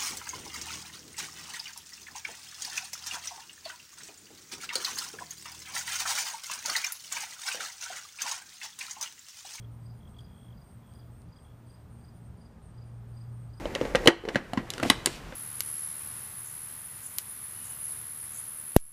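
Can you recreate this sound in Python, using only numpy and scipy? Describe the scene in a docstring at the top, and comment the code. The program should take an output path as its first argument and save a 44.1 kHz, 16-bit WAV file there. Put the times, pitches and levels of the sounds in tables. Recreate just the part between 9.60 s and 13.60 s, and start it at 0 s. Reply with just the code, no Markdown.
"""Sunny garden with insects.

A cricket chirps steadily, a lower one trills in short runs, and bush-crickets buzz high above
them, one regularly, the others loosely. Each call is a train of wing strokes, short gliding
tones scattered by leaves and a fence. Twigs tick; faint wind rumble, a distant motor hum and
the thin hiss of far insects lie behind."""
import sys
import numpy as np
from scipy import signal
from scipy.fft import rfft, irfft
from scipy.io import wavfile

SR = 44100
rng = np.random.default_rng(int(sys.argv[2]) if len(sys.argv) > 2 else 0)


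def master_out(mix):
    """Clip the mix to full scale and print it as 16-bit PCM to the path in sys.argv[1]."""
    frames = np.transpose(np.atleast_2d(mix))
    ceiling = np.clip(frames, -1, 1)
    pcm = np.round(ceiling * 32767).astype(np.int16)
    wavfile.write(sys.argv[1], SR, pcm)


N = 176400
T = np.arange(N) / SR


def from_db(db):
    """Decibels to gain."""
    return 10 ** (np.asarray(db) / 20)


def gain_curve(points):
    """Gain over time from (time [s], level [dB]) points."""
    return from_db(np.interp(T, *np.transpose(points)))


def add(out, start_s, sound):
    """Mix a sound in at start_s."""
    i = int(round(start_s * SR))
    a, b = max(i, 0), min(i + len(sound), len(out))
    if b > a:
        out[a:b] += sound[a - i:b - i]


def noise(gain_at):
    """Unit-rms noise shaped by gain_at(hz)."""
    hz = np.maximum(np.arange(N // 2 + 1) * SR / N, 1)
    shaped = irfft(rfft(rng.standard_normal(N)) * gain_at(hz), N)
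    return shaped / np.sqrt(np.mean(shaped ** 2) + 1e-30)


def coloured_noise(points):
    """Unit-rms noise from (frequency [Hz], relative level [dB]) points."""
    hz, db = np.transpose(points)
    return noise(lambda f: from_db(np.interp(np.log(f), np.log(hz), db)))


def band_noise(hz, width_hz):
    """Unit-rms noise in one steep-sided band."""
    return noise(lambda f: 1 / (1 + (2 * (f - hz) / width_hz) ** 4))


def wing_stroke(length_s, hz, fall_hz=0, arch_hz=0):
    """A tone that swells and fades while its pitch falls or arches."""
    u = np.linspace(-1, 1, max(int(length_s * SR), 2))
    pitch_hz = hz - fall_hz * u / 2 - arch_hz * u ** 2
    cycles = np.cumsum(pitch_hz) / SR + rng.random()
    return np.cos(np.pi * u / 2) * np.sin(2 * np.pi * cycles)


def scatter(call, echo_db, t60_s=.28):
    """A call plus its decaying echoes from leaves and fence."""
    t = T[:SR // 2]
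    echoes = rng.standard_normal(len(t)) * from_db(-60 * t / t60_s)
    echoes /= np.sqrt(np.sum(echoes ** 2))
    return call + from_db(echo_db) * signal.fftconvolve(call, echoes)[:N]


# Wind and far traffic: (frequency [Hz], relative level [dB])
AIR_SPECTRUM = [(20, -19), (35, -5), (55, -1), (100, 1.5), (150, -2), (205, -6.2), (320, -15.3),
                (500, -17.6), (800, -19.1), (1400, -25.2), (2200, -33), (3500, -38.3), (6000, -42),
                (7600, -43), (11000, -46.5), (15000, -48)]
# Low-end swell: (time [s], gain [dB])
GUST_GAINS = [(0, 1), (.6, -.5), (.92, 0), (.965, 6), (1.02, -1.5), (1.63, -2), (1.675, 2), (1.72, -1.5),
              (2.1, -1.5), (2.5, 1.5), (3.05, -.5), (3.4, 1.5), (4, 1.5)]
# Treble hiss: (frequency [Hz], relative level [dB])
HISS_SPECTRUM = [(8000, -30), (10500, -6), (12800, -4), (13700, 0), (14400, -1), (15150, 2), (15600, -30)]
# Treble hiss: (time [s], level [dB])
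HISS_LEVELS = [(0, -80), (.5, -80), (1.2, -78), (1.58, -78.5), (1.68, -90), (1.85, -82), (2.7, -82.5),
               (2.82, -96), (3.3, -96), (3.42, -83), (4, -82)]


def air(bed_db=-52.4, gust_cutoff_hz=220):
    """Outdoor noise whose low end swells with the wind; thin hiss on top."""
    bed = from_db(bed_db) * coloured_noise(AIR_SPECTRUM)
    rumble = signal.sosfiltfilt(signal.butter(2, gust_cutoff_hz, fs=SR, output="sos"), bed)
    hiss = gain_curve(HISS_LEVELS) * coloured_noise(HISS_SPECTRUM)
    return bed + (gain_curve(GUST_GAINS) - 1) * rumble + hiss


# Motor hum: (time [s], level [dB])
HUM_LEVELS = [(0, -41), (.33, -42), (.5, -54), (.8, -54), (.95, -52), (1.12, -60), (1.35, -53), (1.55, -61),
              (1.85, -51), (2.1, -57), (2.6, -52), (2.9, -51), (3.07, -57), (3.17, -47), (3.45, -42.5),
              (3.7, -39), (3.92, -41), (4, -51)]
# Machine drones: (centre [Hz], width [Hz], level [dB])
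DRONE_BANDS = [(56, 6, -62), (75, 5, -59.5), (117, 10, -58), (172, 16, -62.5), (228, 10, -65),
               (294, 8, -73), (411, 12, -76), (1001, 5, -84), (1235, 4, -80.5)]


def motors(hum_hz=117, waver_hz=.9):
    """A far motor fades and returns among fainter machine drones."""
    pitch_hz = hum_hz + waver_hz * band_noise(0, width_hz=8)
    hum = gain_curve(HUM_LEVELS) * np.sin(2 * np.pi * np.cumsum(pitch_hz) / SR)
    drones = sum(from_db(db) * band_noise(hz, width_hz) for hz, width_hz, db in DRONE_BANDS)
    return hum + drones


def far_insects():
    """Distant buzzes and trills blur into two noise bands."""
    buzzes = from_db(-86) * band_noise(hz=8720, width_hz=650)
    trills = from_db(-89) * band_noise(hz=3310, width_hz=450)
    return buzzes + trills


# Twig snaps: (time [s], level [dB], T60 [s])
TWIG_TICKS = [(.390, -66, .012), (.475, -68, .014), (.493, -66.5, .025), (.586, -63, .045),
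              (.606, -63, .035), (1.3375, -55, .004), (1.619, -55, .004)]
# Snap colour: (frequency [Hz], relative level [dB])
TWIG_SPECTRUM = [(1500, -14), (3000, -4), (4000, 3), (5000, -2), (7000, -1), (11000, -5), (15000, -12)]


def twigs():
    """Tiny dry snaps: noise with instant onset and fast decay."""
    envelope, t = np.zeros(N), T[:SR // 10]
    for time_s, db, t60_s in TWIG_TICKS:
        add(envelope, time_s, from_db(db - 60 * t / t60_s))
    return envelope * coloured_noise(TWIG_SPECTRUM)


def buzz(length_s, rate_hz, stroke_s, resonances):
    """Rapid uneven wing strokes on (pitch [Hz], fall [Hz], gain [dB]) resonances."""
    jitter_s, spread_db, spread_hz, edge_db = .0006, 1.3, 70, -5
    out = np.zeros(SR // 4)
    for time_s in np.arange(0, length_s, 1 / rate_hz):
        late, loud, sharp = rng.standard_normal(3)
        taper_db = edge_db * (2 * time_s / length_s - 1) ** 4
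        stroke = sum(from_db(db) * wing_stroke(stroke_s, hz + spread_hz * sharp, fall_hz)
                     for hz, fall_hz, db in resonances)
        add(out, time_s + jitter_s * late, from_db(taper_db + spread_db * loud) * stroke)
    return out


# Loose buzzes: (start [s], end [s], level [dB], pitch [Hz])
LOOSE_BUZZES = [(0, .03, -68, 8550), (.10, .16, -73, 8550), (.20, .23, -68, 8250), (.232, .277, -64, 8480),
                (.41, .46, -74, 8800), (.475, .55, -64.5, 8480), (.58, .61, -68, 8450),
                (.69, .75, -70, 8700), (.745, .865, -64, 8500), (1.005, 1.03, -67, 8800),
                (1.035, 1.165, -64, 8520), (1.17, 1.20, -71, 8220), (1.265, 1.37, -65, 8500),
                (1.43, 1.48, -74, 8800), (1.51, 1.62, -66, 8500), (1.765, 1.86, -64, 8450),
                (1.94, 2.01, -73, 8750), (2.07, 2.16, -65, 8470), (2.19, 2.23, -70, 8400),
                (2.315, 2.50, -67, 8550), (2.53, 2.58, -73, 8700), (2.615, 2.64, -69, 8350),
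                (2.642, 2.685, -64, 8550), (2.79, 2.88, -72, 8650), (3.03, 3.12, -64, 8550),
                (3.13, 3.18, -73, 8400), (3.25, 3.30, -72, 8600), (3.33, 3.40, -72, 8750),
                (3.47, 3.54, -72, 8750), (3.555, 3.635, -64, 8520), (3.68, 3.78, -69, 8700),
                (3.79, 3.87, -64, 8550), (3.93, 4.0, -68, 8500)]


def loose_bush_crickets(rate_hz=131, stroke_s=.0062, fall_hz=720, trim_db=-2.8):
    """Irregular buzzes, each on one wing resonance."""
    out = np.zeros(N)
    for start_s, end_s, db, hz in LOOSE_BUZZES:
        call = buzz(end_s - start_s, rate_hz, stroke_s, [(hz, fall_hz, trim_db)])
        add(out, start_s - stroke_s, from_db(db) * call)
    return scatter(out, echo_db=-2)


# Regular buzzes: (centre time [s], level [dB])
REGULAR_BUZZES = [(.141, -68), (.373, -68), (.617, -69), (.866, -69), (1.115, -68), (1.363, -66),
                  (1.612, -67), (1.850, -67), (2.085, -67), (2.326, -67), (2.564, -66), (2.800, -67),
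                  (3.046, -66), (3.273, -69), (3.514, -70), (3.756, -69), (3.995, -68)]


def regular_bush_cricket(length_s=.058, rate_hz=138, stroke_s=.0048):
    """About four buzzes a second on two wing resonances."""
    resonances = [(9530, 550, -2.6), (8780, 900, -3)]
    out = np.zeros(N)
    for centre_s, db in REGULAR_BUZZES:
        call = buzz(length_s, rate_hz, stroke_s, resonances)
        add(out, centre_s - length_s / 2, from_db(db) * call)
    return scatter(out, echo_db=-6)


# Trills: (first stroke [s], last stroke [s], spacing [s], first level [dB], last level [dB])
TRILL_RUNS = [(.007, .048, .02, -65, -58), (.410, .478, .023, -66, -59), (.546, .569, .023, -63, -59),
              (.592, .608, .016, -47, -58), (.635, .748, .016, -69, -64), (.765, .867, .017, -63, -62),
              (.886, .929, .021, -61, -61), (1.233, 1.325, .0153, -69, -69),
              (1.343, 1.431, .0176, -69, -66), (1.766, 1.790, .024, -65, -62),
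              (1.852, 1.936, .0168, -63, -70.5), (2.093, 2.120, .027, -72, -72)]


def trilling_cricket(pitch_hz=3310, spread_hz=28, fall_hz=330, stroke_s=.0105, trim_db=-.6):
    """Runs of short falling wing strokes, each run on a level ramp."""
    out = np.zeros(N)
    for first_s, last_s, spacing_s, first_db, last_db in TRILL_RUNS:
        count = int(round((last_s - first_s) / spacing_s)) + 1
        times_s = np.linspace(first_s, last_s, count)
        levels_db = np.linspace(first_db, last_db, count)
        for time_s, db in zip(times_s, levels_db):
            stroke = wing_stroke(stroke_s, pitch_hz + rng.normal(0, spread_hz), fall_hz)
            add(out, time_s - stroke_s / 2, from_db(db + trim_db) * stroke)
    return scatter(out, echo_db=-18)


# Chirps, timed at the first strong stroke: (time [s], level [dB])
CRICKET_CHIRPS = [(.264, -62.5), (.608, -62.5), (.980, -64), (1.356, -62), (1.728, -62), (2.106, -63),
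                  (2.447, -64), (2.818, -65), (3.183, -64), (3.575, -62), (3.939, -62)]
# Strokes of one chirp: (offset [s], relative level [dB], pitch [Hz])
CHIRP_STROKES = [(-.034, -8.5, 4790), (0, 0, 4895), (.041, 0, 4920), (.070, -12.5, 4850)]


def chirping_cricket(stroke_s=.021, spread_hz=15, trim_db=-3.2, fence_echo_s=.014, fence_echo_db=-11):
    """Four raspy wing strokes a chirp, the middle two strong, each smeared by a close echo off the fence."""
    tones = np.zeros(N)
    for time_s, chirp_db in CRICKET_CHIRPS:
        for offset_s, stroke_db, hz in CHIRP_STROKES:
            start_s = time_s + offset_s - stroke_s / 2
            gain = from_db(chirp_db + stroke_db + trim_db)
            stroke = gain * wing_stroke(stroke_s, hz + rng.normal(0, spread_hz), arch_hz=300)
            add(tones, start_s, stroke)
            add(tones, start_s + fence_echo_s * rng.uniform(.5, 1.5), from_db(fence_echo_db) * stroke)
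    envelope = np.abs(signal.hilbert(tones))
    rasp = from_db(-11) * envelope * band_noise(hz=4680, width_hz=460)
    return scatter(tones + rasp, echo_db=-1.5)


def scene():
    """Mono mix of insects and background."""
    insects = chirping_cricket() + trilling_cricket() + regular_bush_cricket() + loose_bush_crickets()
    background = far_insects() + twigs() + motors() + air()
    return (insects + background)[None]


def record(dry):
    """Steep low-pass on the top treble."""
    cutoff_hz = 15350
    return signal.sosfilt(signal.ellip(12, .1, 80, cutoff_hz, fs=SR, output="sos"), dry)


dry = scene()
out = record(dry)
master_out(out)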